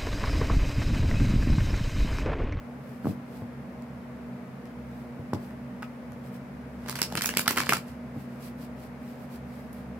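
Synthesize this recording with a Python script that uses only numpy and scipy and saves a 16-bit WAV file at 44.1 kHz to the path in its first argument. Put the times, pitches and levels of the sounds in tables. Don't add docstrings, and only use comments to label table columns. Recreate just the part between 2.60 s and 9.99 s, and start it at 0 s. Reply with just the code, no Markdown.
import sys
import numpy as np
from scipy import signal
from scipy.fft import rfft, irfft, next_fast_len
from scipy.io import wavfile
from scipy.ndimage import uniform_filter1d

SR = 44100
rng = np.random.default_rng(int(sys.argv[2]) if len(sys.argv) > 2 else 0)


def store_wav(level_fs):
    pcm = np.round(np.clip(np.atleast_2d(level_fs), -1, 1) * 32767)
    wavfile.write(sys.argv[1], SR, pcm.T.astype(np.int16))


N = 325899
T = np.arange(N) / SR
RIFFLE_FROM_S, RIFFLE_TO_S = 4.29, 5.16

# f/flap pitch, level/dB
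FLAP_SPECTRUM = [(.04, -8), (.1, -2), (.2, -9.5), (.36, -15), (.55, -5.5), (.82, -1.5), (1.1, -2),
                 (1.4, -9), (1.7, -6), (2.1, -22), (4, -40)]
# f/Hz, level/dB
EDGE_SPECTRUM = [(1500, -41), (3000, -2.5), (3700, -2.5), (4800, 2), (6600, -4), (7700, -1), (9000, -5),
                 (11500, -2.5), (15500, -8.5), (17000, -54)]
# f/Hz, coherence/1
COHERENCE = [(60, 0.95), (200, 0.95), (380, 0.9), (700, 0.69), (1300, 0.21), (2400, 0.24), (4400, 0),
             (16000, 0)]


def amp(db):
    return 10 ** (np.asarray(db) / 20)


def unit(x):
    return x / np.sqrt(np.mean(x ** 2) + 1e-30)


def read(points, hz):
    f, value = np.transpose(points)
    return np.interp(np.log(hz + 1), np.log(f + 1), value)


def add(mix, at_s, sound):
    part = mix[..., max(round(at_s * SR), 0):][..., :sound.shape[-1]]
    part += sound[..., :part.shape[-1]]


def colour(x, spectrum, size=1024):
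    log_gain = np.log(amp(read(spectrum, abs(np.fft.fftfreq(size, 1 / SR)))))
    response = np.fft.ifft(np.exp(np.conj(signal.hilbert(log_gain)))).real
    return signal.fftconvolve(x, response[None], axes=1)[:, :x.shape[1]]


def shade(x, balance):
    size = next_fast_len(N)
    ratio = amp(read(balance, np.fft.rfftfreq(size, 1 / SR)))
    gains = np.array([ratio, np.ones_like(ratio)]) * np.sqrt(2 / (1 + ratio ** 2))
    return irfft(rfft(x, size) * gains, size)[:, :N]


def noise(gain_at):
    size = next_fast_len(N)
    hz = np.fft.rfftfreq(size, 1 / SR)
    left, other = rfft(rng.standard_normal((2, size)))
    same = read(COHERENCE, hz)
    right = same * left + np.sqrt(1 - same ** 2) * other
    return unit(irfft(np.array([left, right]) * gain_at(hz), size)[:, :N])


def crack(length_s, spectrum, chatter, width, swell=0.19, size=2048):
    t = np.arange(size) / SR
    shared, own = rng.standard_normal(size), rng.standard_normal((2, size))
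    catches = np.repeat(.4 + rng.exponential(1, size), 8)[:size]
    envelope = (1 - np.exp(-t / (swell * length_s))) * np.exp(-(t / length_s) ** 3)
    grains = (shared + width * own) * catches * envelope
    drive = (t == 0) + chatter * grains / np.linalg.norm(grains[0])
    return unit(colour(drive, spectrum)) * np.sqrt(.003 * SR / size)


def room_tail(onset_s=0.0079, size=22050):
    decay = [(100, 0.18), (500, 0.29), (2000, 0.16), (6000, 0.16), (16000, 0.17)]  # f/Hz, t60/s
    hz, t, bins = signal.stft(rng.standard_normal((2, size)), SR, nperseg=256)
    same = read(COHERENCE, hz)[:, None]
    bins[1] = same * bins[0] + np.sqrt(1 - same ** 2) * bins[1]
    bins *= amp(-60 * t / read(decay, hz)[:, None])
    tail = signal.istft(bins, SR, nperseg=256)[1][:, :size]
    tail *= 1 - np.exp(-(np.arange(size) / SR / onset_s) ** 4)
    return tail / np.linalg.norm(tail[0])


def room(x, echo_db, tail_db, smear=1.7, shift_s=0.00027, patterns=5, steps_per_s=20):
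    echoes = [(0.0103, -3), (0.0125, -6), (0.0172, -2), (0.022, -8)]
    wall_spectrum = [(100, -2.5), (300, 1.5), (700, -1.5), (1500, -4.5), (2500, 4), (4500, 3.5), (6500, 0),
                     (9000, 0), (16000, 3)]
    out, taps = x.copy(), np.arange(64)
    for k in range(patterns):
        response = amp(tail_db) * room_tail()
        for delay_s, db in echoes:
            scatter = np.diff(rng.standard_normal((2, 65))) * np.exp(-taps / 14)
            bounce = (taps == 0) + smear * scatter / np.linalg.norm(scatter[0])
            bounce /= np.linalg.norm(bounce[0])
            add(response, delay_s + shift_s * rng.uniform(-0.91, 1), amp(db + echo_db) * bounce)
        response = colour(response, wall_spectrum) * amp([[.8], [-.8]])
        steps_away = (T * steps_per_s - k + patterns / 2) % patterns - patterns / 2
        crossfade = np.clip(2 - 3 * abs(steps_away), 0, 1)
        out += signal.oaconvolve(x * crossfade, response, axes=1)[:, :N]
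    return out


def fan(air_db=-44.5, hiss_db=-69, hum_hz=240.3, hum_db=-44):
    air_spectrum = [(25, -48), (52, -40), (75, -7), (92, -10.5), (115, -9), (165, -5), (215, 2), (270, -2),
                    (310, -11.5), (500, -8), (850, -13.5), (2200, -21.5), (3200, -32.5), (5000, -37)]
    hiss_spectrum = [(2000, -23), (4800, 2), (6500, -2.5), (9500, -2), (12200, 1), (14000, -5.5),
                     (15700, -6), (16500, -30)]
    room_modes = [(68.9, 3, -56), (134.4, 9.6, -48), (190.2, 3.6, -52), (239, 7.7, -56), (481.3, 12, -61),
                  (620, 17, -59.5)]

    def resonances(hz):
        peaks = [amp(db) * unit(1 / (1 + ((hz - mode_hz) / (0.82 * width_hz)) ** 2))
                 for mode_hz, width_hz, db in room_modes]
        return np.linalg.norm(peaks, axis=0)

    drones = np.linalg.norm(amp(np.transpose(room_modes)[2])) * noise(resonances)
    rates_hz = np.geomspace(.2, 4, 12)
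    waver = unit(sum(np.sin(2 * np.pi * (hz * T + rng.random())) / np.sqrt(hz) for hz in rates_hz))
    hum = amp(hum_db) * unit(np.sin(2 * np.pi * hum_hz * T + 0.23 * waver))
    air = amp(air_db) * noise(lambda hz: amp(read(air_spectrum, hz)) / (1 + (hz / 6000) ** 4))
    hiss = amp(hiss_db) * noise(lambda hz: amp(read(hiss_spectrum, hz)))
    return (drones + hum + air) * amp([[-.4], [.4]]) + hiss


def slides(grain_db=2.0):
    strokes = [(0.308, -62.5, .062), (0.489, -51.5, 0.034), (0.762, -59.5, .053), (2.372, -64.5, 0.067),
               (2.843, -60, 0.044), (3.668, -60, 0.027), (3.751, -57.5, 0.02), (5.29, -59, 0.023),
               (5.608, -59, 0.038), (5.74, -64.5, .058), (5.855, -50.5, 0.034), (6.028, -54, 0.028),
               (6.227, -56.5, 0.035), (6.492, -59.5, .055), (6.623, -61.5, .036), (6.742, -53.5, .026),
               (6.967, -61.5, 0.07), (7.18, -61, 0.037)]
    friction_spectrum = [(500, 6), (1400, 4), (2600, 8.5), (3600, 5), (4900, 7.5), (6700, 0), (8000, 4.5),
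                         (9500, 1.5), (12200, 7), (15500, 2), (16500, -9)]
    power = sum(amp(db) ** 2 * np.exp(-((T - at_s) / half_s) ** 2) for at_s, db, half_s in strokes)
    grain = amp(grain_db * unit(uniform_filter1d(rng.standard_normal(N), 60)))
    hiss = noise(lambda hz: amp(read(friction_spectrum, hz)))
    return np.sqrt(power) * unit(grain * hiss)


def thumps(spread_s=0.0046, size=16384):
    landings = [(0.4454, -28.5, 0.00052, 270, -34), (.456, -29, 0.00075, 200, -22),
                (0.4696, -23, 0.00075, 280, -19), (0.4747, -21, 0.0014, 148, -48),
                (0.82, -39, .0014, 140, -27), (2.593, -33, 0.0017, 120, -24.5),
                (2.733, -26, 0.00063, 100, -22), (3.51, -38, 0.003, 110, -49),
                (5.562, -28, 0.00088, 218, -59)]
    table_modes = [(104, 2.5, 0.1), (137, 2, 0.15), (200, 10, 0.055), (225, 2.5, 0.073), (269.5, 5.5, 0.11),
                   (317, -15, 0.061), (395, 4.5, 0.04), (522, -27, .1)]
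    clap_spectrum = [(.04, -1), (.09, 15), (.24, 8.5), (.39, -4), (.57, -6), (.9, -10.5), (1.4, -35),
                     (3, -50)]
    out, t = np.zeros((2, N)), np.arange(size) / SR
    hz, mode_db, t60_s = np.transpose(table_modes)[:, :, None]
    for at_s, db, contact_s, struck_hz, clap_db in landings:
        reach_db = -5 * np.log2(hz / struck_hz) ** 2
        modes = (amp(mode_db + reach_db - 60 * t / t60_s) * np.sin(2 * np.pi * hz * t)).sum(0)
        modes *= 1 - np.exp(-t / spread_s)
        push = t * np.exp(-t / contact_s)
        thud = signal.fftconvolve(modes, push)[:size]
        add(out, at_s, amp(db) * thud / abs(thud).max())
        clap = crack(0.00092, np.array(clap_spectrum) / [contact_s, 1], chatter=0.38, width=0.36)
        add(out, at_s, -amp(clap_db) * clap)
    return out


def knocks(settle_s=0.00039, size=4096):
    blows = [(0.446, -31, 1350, .012), (.4555, -35, 1410, .012), (0.4701, -28, 920, 0.019),
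             (0.821, -32, 900, .012), (2.7328, -25, 850, 0.025), (3.2232, -25, 1280, 0.0075),
             (3.228, -25.5, 1280, 0.028), (4.867, -15.5, 1190, 0.0079), (4.8787, -15, 1370, .02),
             (5.1238, -5.5, 1280, 0.014), (5.133, -16.5, 1370, 0.032)]
    packet_modes = [(.74, -4.5, 1), (1, 4, 0.94), (1.14, -1, 0.79), (1.55, -5, 0.85), (2, -12, 0.72)]
    out, t = np.zeros((2, N)), np.arange(size) / SR
    ratio, mode_db, t60_share = np.transpose(packet_modes)[:, :, None]
    for at_s, db, hz, t60_s in blows:
        decay = amp(mode_db - 60 * t / (t60_s * t60_share))
        modes = (decay * np.cos(2 * np.pi * hz * ratio * t)).sum(0)
        add(out, at_s, amp(db) * modes * (1 - np.exp(-t / settle_s)) / 2)
    return out


def rub(riffle_db=-53.5, fade_s=0.072, push_s=5.3, push_db=-58, push_half_s=0.036,
        flap_hz=1600, grain_db=6, edge_db=-4, width=0.37):
    catches = amp(grain_db * np.repeat(rng.standard_normal(N), 32)[:N])
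    shared, own = catches * rng.standard_normal(N), catches * rng.standard_normal((2, N))
    body = unit(colour(shared + width * own, np.array(FLAP_SPECTRUM) * [flap_hz, 1]))
    edge = amp(edge_db) * unit(colour(own, EDGE_SPECTRUM))
    outside_s = np.maximum(RIFFLE_FROM_S - T, 0) + np.maximum(T - RIFFLE_TO_S, 0)
    riffle = amp(riffle_db) * np.exp(-outside_s / fade_s)
    push = amp(push_db) * np.exp(-((T - push_s) / push_half_s) ** 2)
    return unit(body + edge) * (riffle + push)


def twangs(length_s=0.0024):
    events = [(4.4173, -20, 5100), (4.4278, -31, 5300), (4.657, -28, 6160), (7.131, -52, 11500)]  # t/s, level/dB, pitch/Hz
    ring_spectrum = [(.4, -32), (.7, -13), (.86, 3), (1.02, 5), (1.25, -5), (2, -13)]  # f/pitch, level/dB
    out = np.zeros((2, N))
    for at_s, db, hz in events:
        twang = crack(length_s, np.array(ring_spectrum) * [hz, 1], chatter=0.67, width=1.0)
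        add(out, at_s, amp(db) * twang)
    return out


def snap(length_s, flap_db, edge_db, flap_hz, tilt_db_per_oct=0, chatter_per_s=1400):
    pat_spectrum = [(100, -7.5), (250, -3), (450, -1), (700, -3), (1100, -12), (3000, -35)]
    flap_spectrum = np.array(FLAP_SPECTRUM) * [flap_hz, 1]
    edge_spectrum = [(hz, db + tilt_db_per_oct * np.log2(hz / flap_hz)) for hz, db in EDGE_SPECTRUM]
    chatter = chatter_per_s * length_s
    pat_db = -17.5 + 0.76 * flap_db
    flap = amp(flap_db) * crack(0.99 * length_s, flap_spectrum, chatter, width=0.25)
    edge = amp(edge_db) * crack(length_s, edge_spectrum, chatter, width=3.6)
    pat = amp(pat_db) * crack(length_s, pat_spectrum, chatter, width=0.35)
    return flap + edge + pat


def strays(cards_per_s=22):
    out = np.zeros((2, N))
    slots_s = np.arange(RIFFLE_FROM_S, RIFFLE_TO_S, 1 / cards_per_s)
    times_s = slots_s + rng.random(len(slots_s)) / cards_per_s
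    for at_s in times_s[times_s < RIFFLE_TO_S]:
        add(out, at_s, snap(length_s=0.0026, flap_db=-51, edge_db=-49, flap_hz=1600))
    return out


def snaps():
    # t/s, length/s, flap level/dB, edge level/dB, flap pitch/Hz, edge tilt/(dB per octave)
    events = [(1.2214, .003, -64, -55, 1600, 1), (2.055, 0.0029, -54, -56.5, 1600, -2),
              (2.7335, 0.0042, -39.5, -41.5, 1500, -2.5), (2.907, 0.0024, -48, -60, 1600, 0),
              (3.2245, 0.0014, -50, -48, 1500, -1), (3.2275, 0.0041, -35.5, -48.5, 1540, 0),
              (3.52, .0025, -47, -55, 1600, 0), (4.26, 0.0045, -41, -49, 1200, -9),
              (4.282, 0.0037, -39, -39, 1500, 2), (4.287, 0.0026, -34.5, -37, 1510, -5),
              (4.295, 0.0035, -32, -29.5, 1410, 2), (4.325, .0038, -36, -39, 1530, -1),
              (4.3544, 0.0052, -33, -31.5, 1740, 0.5), (4.363, 0.0032, -42, -39, 1700, 0),
              (4.387, 0.0089, -30, -34, 1670, 1), (4.4178, 0.0015, -24.5, -22, 1600, 0.5),
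              (4.429, 0.0013, -41, -28.5, 2200, -6), (4.518, 0.0009, -44, -57, 1200, -2),
              (4.523, 0.0039, -32, -39, 1050, -2), (4.553, 0.0023, -25.5, -29.5, 1680, 2),
              (4.571, 0.011, -24.5, -24.5, 1600, -5), (4.609, 0.0021, -28.5, -33, 1550, 0),
              (4.6187, 0.005, -30, -23, 1790, 1), (4.635, .0061, -34, -28, 1900, 5),
              (4.644, 0.0015, -26.5, -36, 1540, 2), (4.6586, 0.0018, -30.5, -20, 1600, 5),
              (4.69, .0032, -25, -28.5, 1750, 0), (4.696, 0.0027, -37, -50, 1900, 0),
              (4.739, 0.0012, -31.5, -40, 1190, -5), (4.749, .003, -48, -40, 1600, -3),
              (4.765, 0.0037, -35, -53, 1740, 0), (4.7712, 0.00077, -21, -18.5, 1970, 6),
              (4.772, 0.0029, -29, -21.5, 1900, 2), (4.7917, 0.0047, -24, -22, 1560, 2.5),
              (4.815, 0.0041, -41, -40, 1600, 4), (4.857, 0.0076, -34, -36, 1436, -5),
              (4.8786, 0.00076, -20.5, -19.5, 1450, -4), (4.879, 0.0042, -19, -19.5, 1600, 1.5),
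              (4.9063, 0.0053, -23.5, -24, 1560, 2), (4.96, .004, -35, -36, 1350, -3),
              (4.968, 0.01, -22, -26.5, 1770, 3), (4.974, .0035, -21, -31, 1800, 5),
              (4.9813, 0.0063, -20.5, -24.5, 1600, -3), (5.0023, 0.0048, -21.5, -25, 1530, 0),
              (5.034, 0.002, -31, -35, 1500, -4), (5.059, 0.0078, -45, -35.5, 1500, -5),
              (5.068, .0021, -29.5, -39, 1420, -3), (5.091, 0.0062, -16, -21.5, 1730, 1),
              (5.121, .0021, -26, -40, 1300, 0), (5.1231, 0.0026, -25, -29, 1390, 2),
              (5.132, 0.0054, -20, -22, 1554, -2), (5.168, 0.003, -30.5, -31.5, 1500, -1),
              (7.129, 0.0039, -66, -50, 1600, 7)]
    out = np.zeros((2, N))
    for at_s, *settings in events:
        add(out, at_s, snap(*settings))
    return out


def scene(low_cut_hz=80):
    hands_balance = [(500, 0), (2000, 0), (3300, -1), (5500, -3), (9000, -4.5), (15000, -10.5)]  # f/Hz, left minus right/dB
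    soft_balance = [(1300, .5), (2400, 5), (4400, 0), (8100, -2), (15000, -21)]
    cards = room(snaps() + twangs() + strays() + rub(), echo_db=-9.5, tail_db=-5.5)
    packets = room(thumps() + knocks(), echo_db=-11, tail_db=-7)
    low_cut = signal.butter(4, low_cut_hz, "high", fs=SR, output="sos")
    hands = signal.sosfilt(low_cut, shade(cards + packets, hands_balance))
    hands[0] = np.roll(hands[0], 3)
    return hands + shade(slides() + fan(), soft_balance)


def record(dry, cutoff_hz=16400):
    low_pass = signal.firwin(255, cutoff_hz, window=("kaiser", 8), fs=SR)
    return signal.oaconvolve(dry, low_pass[None], "same", axes=1)


dry = scene()
out = record(dry)
store_wav(out)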